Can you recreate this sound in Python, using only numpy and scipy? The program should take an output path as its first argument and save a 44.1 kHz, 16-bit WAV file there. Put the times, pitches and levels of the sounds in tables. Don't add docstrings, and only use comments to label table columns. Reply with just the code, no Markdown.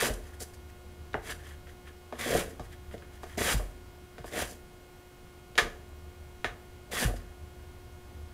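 import sys
import numpy as np
from scipy import signal
from scipy.fft import irfft
from scipy.io import wavfile
from scipy.ndimage import uniform_filter1d

SR = 44100
rng = np.random.default_rng(int(sys.argv[2]) if len(sys.argv) > 2 else 0)


def boost(x):
    u = np.asarray(x, float) / 20
    return 10 ** u


def wrap_up_sound(samples):
    columns = np.atleast_2d(samples).T
    tamed = np.clip(columns, -1, 1)
    steps = np.round(tamed * 32767).astype(np.int16)
    wavfile.write(sys.argv[1], SR, steps)


N = 367353
T = np.arange(N) / SR

# (time [s], tone level [dB])
FAN_LOAD = [(0.0, -52), (1.48, -46.5), (1.76, -55.5), (3.57, -45.5), (4.06, -57), (4.64, -60), (4.87, -66),
            (5.87, -49), (6.75, -51.5), (7.03, -49.5), (7.75, -48.5), (8.33, -47)]
# (frequency [Hz], density [dB per Hz])
AIR = [(13, -33), (22, 1.5), (70, 2), (300, -9.5), (750, -14), (2290, -24), (3800, -27.5), (15700, -33)]
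# (frequency [Hz], t60 [s])
ROOM = [(200, 0.76), (1000, 0.4), (4000, 0.31), (12000, 0.42)]
# (multiple of the buzz pitch [-], level [dB])
BUZZ_LINES = [(1, 0), (2, -8), (3, -13), (4, -10), (5, -20), (6, -13), (7, -18), (8, -17), (9, -17)]
# (frequency [Hz], rms level [dB])
WHINE = [(4974, -84), (9889, -84), (14863, -87)]
# (time [s], peak level [dB], pitch [Hz], overtone level [dB])
THUMPS = [(0.102, -29, 42.6, -12), (1.147, -42, 46.4, 5), (1.3, -41, 44.7, -22), (2.356, -35, 44.7, -21),
          (2.599, -39, 45.8, -0.6), (3.544, -21.5, 43.7, -5), (4.199, -41.5, 44, 1.1),
          (4.422, -38, 46.8, -5), (5.621, -34, 32, -8), (6.445, -39, 41, -1.5), (7.051, -21.5, 43.4, -0.5)]
# (time [s], blow peak [dB], blow pitch [Hz], relative body ring [dB], relative tick [dB])
KNOCKS = [(0.404, -41, 1750, -6, 0), (0.542, -57, 1450, -16, 8.5), (1.1324, -38, 3700, -9, -12),
          (1.671, -42, 1730, -8, -26), (1.875, -42, 1700, -25, -24), (2.125, -31, 935, 0.5, -17),
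          (2.596, -31, 780, -3, -12.5), (2.729, -46, 2500, -18, -12), (2.912, -42.5, 1790, -17, -15),
          (2.98, -46, 2880, -18, -6), (3.023, -40, 1600, -20, -30), (3.233, -35, 1080, 0.5, -9.5),
          (3.541, -38, 2800, -4, -16), (3.596, -34, 810, 0, -28), (4.182, -34.5, 1670, -4.5, -14),
          (4.243, -36.5, 960, 1, -16), (5.555, -35, 2800, -8, -8), (6.919, -46.5, 1820, -12, 6),
          (7.051, -28, 1660, -13, -24), (7.096, -39, 1250, -19, -14), (7.164, -51, 1450, -16, 8),
          (7.201, -45, 1750, -22, -24)]
# (time [s], blow peak [dB], blow pitch [Hz], relative body ring [dB], relative tick [dB])
SLAMS = [
    (1.1429, -16, 1600, -11, -34),
    (1.1503, -21, 800, -8, -40),
    (5.5785, -16, 1750, -11, -3),
    (5.5843, -12, 1800, -10, -8),
    (6.4447, -15, 1750, -12, -18),
]
# (start [s], length [s], peak pressure [dB], swell to the peak [dB], peak place [0-1])
STROKES = [
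    (-0.1, 0.17, -34, 10, 0.6),
    (1.208, 0.11, -47, 22.5, 1),
    (2.18, 0.23, -39, 7, 1),
    (3.368, 0.16, -33.5, 9.5, 0.85),
    (4.304, 0.12, -38.5, 19.5, 0.92),
    (6.905, 0.14, -36, 11.5, 0.95),
]
# (centre [s], length [s], plate ring [dB], relative fizz [dB])
BRUSHES = [(0.141, 0.015, -60.5, 15), (0.278, 0.12, -60.5, -3), (0.345, 0.042, -58.5, -1),
           (0.422, 0.067, -49, 7), (0.544, 0.03, -58, 1), (0.7, 0.038, -59, -6), (1.298, 0.016, -39, -27),
           (1.32, 0.025, -42, -26), (1.4, 0.04, -57, -16), (1.485, 0.19, -53, -6.5),
           (1.696, 0.093, -58, -8), (1.88, 0.059, -50, -14), (2.201, 0.18, -51, -8),
           (2.504, 0.055, -65.5, 5), (2.65, 0.064, -62, 0), (2.729, 0.066, -55, -7),
           (2.939, 0.072, -54, -8), (3.15, 0.11, -58.5, -7), (3.235, 0.041, -55.5, -2),
           (3.315, 0.18, -54.5, -4.5), (3.582, 0.016, -65, 20), (4.28, 0.1, -54.5, 0.5),
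           (4.504, 0.15, -70, 15.5), (5.21, 0.012, -78, 3), (7.079, 0.02, -63, 13), (7.168, 0.03, -57, -6)]
# (centre [s], length [s], level [dB])
CHATTERS = [(0.096, 0.095, -37), (0.42, 0.047, -47), (2.269, 0.051, -36), (2.34, 0.18, -31),
            (2.418, 0.042, -48), (2.949, 0.048, -45), (3.382, 0.022, -32.5), (3.415, 0.036, -31),
            (3.643, 0.16, -55), (4.368, 0.12, -37.5), (4.513, 0.076, -47), (5.644, 0.14, -40),
            (6.92, 0.11, -48), (7.1, 0.07, -37), (7.144, 0.074, -47)]
# (frequency [Hz], level [dB], t60 [s])
PLATE = [(910, -7, 0.0097), (1066, 8, 0.012), (1244, 0, 0.051), (1503, -8, 0.07), (1721, 5.5, 0.03),
         (1826, 3.5, 0.013), (2130, -9.5, 0.11), (2340, 3.5, 0.013), (2870, -5.5, 0.055), (3030, -3, 0.023),
         (3372, -4.5, 0.05), (3610, -0.5, 0.022), (3940, 3.5, 0.0094)]
# (frequency [Hz], level [dB], t60 [s])
BODY = [(122, -2, 0.081), (246.1, -4, 0.22), (339, -7, 0.18), (370.3, -4.5, 0.15), (451, 4.5, 0.076),
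        (602, 2.5, 0.076), (661, 0.5, 0.072), (713, 1, 0.1)]
# (frequency [Hz], level [dB], t60 [s])
TEETH = [(4890, -5.5, 0.006), (5590, -21, 0.049), (6030, -7, 0.0066), (7420, -4.5, 0.0062),
         (9090, -6, 0.0084), (10410, -12, 0.016), (11300, -4.5, 0.0048), (13300, -7.5, 0.0024),
         (14840, -14, 0.01)]

FAN_HZ, FAN_WIDTH_HZ, AIR_DB = 75.7, 17, -54
BUZZ_HZ, BUZZ_DB = 359.635, -58.5
EVEN_DB, EVEN_FALL_DB, ODD_DB, ODD_FALL_DB = -23.5, 1.9, -22, 5.6
THUMP_T60_S, OVERTONE_T60_S = 0.47, 0.22
KNOCK_RING_DB = -4.5
SLAM_RING_DB, RING_PER_TICK = 7, 0.62
BITE_S, SAG_DB = 0.013, 0.5
LIFT_DB_PER_S, CRUMBS_DB, CRUMBS_DB_PER_S = 474, -21, 90
FIZZ_START_DB, FIZZ_END_DB = -1.5, -1
LEAN_DB = -3.5
SPAN_START_HZ, SPAN_END_HZ, SPAN_REST_HZ = 2100, 1680, 1800
SPAN_DB, SPAN_WIDTH_HZ = -1.5, 520
UPPER_SPAN, UPPER_SPAN_DB = 1.75, -7
LIGHT_PLATE_DB = -7
EDGE_HZ = 15700


def evened(x):
    return x / np.sqrt(np.mean(x ** 2) + 1e-20)


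def read(points, hz):
    f, value = np.transpose(points)
    return np.interp(np.log(hz + 1), np.log(f + 1), value)


def bump(centre, length):
    return np.cos(np.pi * np.clip((T - centre) / length, -.5, .5)) ** 2


def kitchen():
    hz = np.fft.rfftfreq(2048, 1 / SR)
    a, b, patches = rng.standard_normal((N // 512 + 5, 1025, 3)).T
    patches = uniform_filter1d(uniform_filter1d(patches, 20, 0), 6, 1)
    shape = boost(read(AIR, hz)[:, None])
    z = (a + 1j * b) * shape * boost(1.1 * evened(patches)) / np.linalg.norm(shape)
    wash = signal.istft(z, nperseg=2048, noverlap=1536)[1][:N] * 1.2

    r = np.exp(-np.pi * FAN_WIDTH_HZ / SR)
    noise = rng.standard_normal(N) + 1j * rng.standard_normal(N)
    waver = signal.lfilter([1 - r], [1, -r], noise)
    waver = 0.92 + waver / abs(waver).mean()
    fan = evened((waver * np.exp(2j * np.pi * FAN_HZ * T)).real)
    s, fan_db = np.transpose(FAN_LOAD)
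    return boost(AIR_DB) * wash + boost(np.interp(T, s, fan_db)) * fan


def buzz():
    lines = [(k * BUZZ_HZ, BUZZ_DB + db) for k, db in BUZZ_LINES]
    for k in range(10, 44):
        top_db, fall_db = (ODD_DB, ODD_FALL_DB) if k % 2 else (EVEN_DB, EVEN_FALL_DB)
        lines.append((k * BUZZ_HZ, BUZZ_DB + top_db - fall_db * np.log2(k / 10)))
    lines += [(k * BUZZ_HZ / 3, -74 - 3.0 * np.log2(k / 2)) for k in range(2, 40) if k % 3]
    for hz, db in WHINE:
        lines += [(hz + k * BUZZ_HZ / 6, db - 6.4) for k in (4.0, 0.32, -16, 38, 10.0)]
    hz, db = np.transpose(lines)
    spectrum = np.zeros(2 ** 20 + 1, complex)
    bins = np.round(hz / SR * 2 ** 21).astype(int)
    spectrum[bins] = boost(db) * np.exp(2j * np.pi * rng.random(len(hz)))
    return np.sqrt(2) * 2 ** 20 * irfft(spectrum)[:N]


def room(x):
    taps = np.zeros(SR // 2)
    at = np.arange(200, len(taps) - 20, 20)
    taps[at + rng.integers(0, 20, len(at))] = rng.choice([-1., 1.], len(at))
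    hz, t, z = signal.stft(taps, SR, nperseg=256)
    decay = boost(-60 * t / read(ROOM, hz)[:, None])
    tail = signal.istft(z * decay, SR, nperseg=256)[1]
    return signal.oaconvolve(x, tail / np.linalg.norm(tail))[:N]


def thumps():
    out, t = np.zeros(N + SR), T[:SR]
    sag = 0.34 * 0.03 * (1 - np.exp(-t / 0.012))
    onset = 1 - np.exp(-t / 0.0016)
    for s, db, hz, over_db in THUMPS:
        turn = 2 * np.pi * hz * (t + sag)
        swing = boost(-60 * t / THUMP_T60_S) * np.sin(turn)
        swing += boost(over_db - 60 * t / OVERTONE_T60_S) * np.sin(2.27 * turn)
        out[round(s * SR):][:SR] += boost(db) * onset * swing
    return out[:N]


def ring(modes, damping=1, detune=1):
    t = T[:6000]
    hz, db, t60 = np.transpose(modes)[:, :, None]
    sign = (-1) ** np.arange(len(modes))[:, None]
    decay = boost(db - 60 * damping * t / t60)
    return (sign * decay * np.sin(2 * np.pi * hz * detune * t)).sum(0)


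def struck(blow_hz, tick_db):
    plate = []
    for hz, level, t60 in PLATE:
        octaves = np.log2(hz / blow_hz)
        missed_db = 54.0 * max(octaves - .9, 0) * (tick_db < -20)
        plate.append((hz, level - 6.6 * abs(octaves) - missed_db, t60))
    body = [(hz, level - 2.5 * np.log2(blow_hz / hz) * np.log2(blow_hz / 700), t60)
            for hz, level, t60 in BODY[1:]]
    teeth = [(hz, level - 8.6 * np.log2(hz / 5000), t60) for hz, level, t60 in TEETH]
    return plate, body, teeth


def knocks():
    out, t = np.zeros(N + 20000), T[:9000]
    blows = [(SLAM_RING_DB + RING_PER_TICK * slam[-1], slam) for slam in SLAMS]
    blows += [(KNOCK_RING_DB, knock) for knock in KNOCKS]
    for plate_db, (s, db, blow_hz, body_db, tick_db) in blows:
        u = t * blow_hz / .6
        blow = u * np.exp(1 - u) * -np.sin(2 * np.pi * blow_hz * t)
        sound = np.pad(blow, (0, 5999))
        plate, body, teeth = struck(blow_hz, tick_db)
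        # modes, relative dB, damping, rattle dB, rattle t60 s
        parts = ((plate, plate_db, 1.6, -27, .16),
                 (body, body_db, 1.5, -32, .16),
                 (teeth, tick_db, 2.5, -22, .17))
        for modes, rel_db, damping, rattle_db, rattle_s in parts:
            rattle = rng.standard_normal(len(t)) * boost(rattle_db - 60 * t / rattle_s)
            part = signal.oaconvolve(rattle + (t == 0), ring(modes, damping))
            sound = sound + boost(rel_db) * part / abs(part).max()
        out[round(s * SR):][:len(sound)] += boost(db) * sound
    return out[:N]


def grit(per_s, spread_db):
    size = boost(spread_db * np.minimum(rng.exponential(1, N), 5))
    return size * rng.choice([-1., 1.], N) * (rng.random(N) < per_s / SR)


def scraped(modes, per_s, spread_db, damping, judder_db):
    x = np.zeros(N)
    for detune in (.97, 1, 1.03):
        x += signal.oaconvolve(grit(per_s, spread_db), ring(modes, damping, detune))[:N]
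    judder = evened(uniform_filter1d(uniform_filter1d(rng.standard_normal(N), 300), 300))
    return evened(x * boost(judder_db * judder))


def free_span(span_hz):
    r = np.exp(-np.pi * SPAN_WIDTH_HZ / SR)
    catches = grit(700, spread_db=3.0)
    span = np.zeros(N)
    for ratio, db in ((1, 0), (UPPER_SPAN, UPPER_SPAN_DB)):
        turn = np.exp(2j * np.pi * ratio * np.cumsum(span_hz) / SR)
        span += boost(db) * (turn * signal.lfilter([1 - r], [1, -2 * r, r * r], catches / turn)).real
    return evened(span)


def strokes():
    plate_gain, body_gain, fizz_gain, span_gain = np.zeros((4, N))
    span_hz = np.full(N, 1. * SPAN_REST_HZ)
    for start, length, db, swell_db, top in STROKES:
        u = np.clip((T - start) / length, 0, 1)
        after = np.maximum(T - start - length, 0)
        top = np.clip(top, .05, .95)
        bend_db = np.where(u < top, swell_db * (1 - u / top) ** 2, SAG_DB * ((u - top) / (1 - top)) ** 2)
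        lift = boost(-LIFT_DB_PER_S * after) + boost(CRUMBS_DB - CRUMBS_DB_PER_S * after)
        bite = np.clip((T - start) / BITE_S, 0, 1) ** 2
        pressure = bite * boost(db - bend_db) * lift
        plate_gain += pressure
        body_gain += pressure * boost(LEAN_DB)
        fizz_gain += pressure * boost(FIZZ_START_DB + (FIZZ_END_DB - FIZZ_START_DB) * u)
        span_gain += pressure
        glide_hz = SPAN_START_HZ + (SPAN_END_HZ - SPAN_START_HZ) * u
        span_hz = np.where((u > 0) & (after < .1), glide_hz, span_hz)
    for centre, length, db, fizz_db in BRUSHES:
        touch = bump(centre, length)
        plate_gain += touch * boost(db + LIGHT_PLATE_DB)
        fizz_gain += touch * boost(db + fizz_db)
        span_gain += touch * boost(db)
    for centre, length, db in CHATTERS:
        body_gain += bump(centre, length) * boost(db)
    plate = scraped(PLATE, per_s=500, spread_db=0.5, damping=4.0, judder_db=0.5)
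    body = scraped(BODY, per_s=200, spread_db=3.4, damping=2.3, judder_db=2.5)
    fizz = scraped(TEETH, per_s=2500, spread_db=2.4, damping=1.6, judder_db=1.5)
    span = boost(SPAN_DB) * free_span(span_hz)
    return plate_gain * plate + span_gain * span + body_gain * body + fizz_gain * fizz


def scene():
    grater = strokes() + knocks()
    return (grater + boost(-10.5) * room(grater) + thumps() + kitchen() + buzz())[None]


def roll_off(x):
    return signal.sosfilt(signal.butter(12, 16490, fs=SR, output="sos"), x)


def record(dry):
    edge = signal.firwin(511, EDGE_HZ, window=("kaiser", 9), fs=SR)
    mix = signal.oaconvolve(dry, edge[None], "same")
    return roll_off(mix)


dry = scene()
out = record(dry)
wrap_up_sound(out)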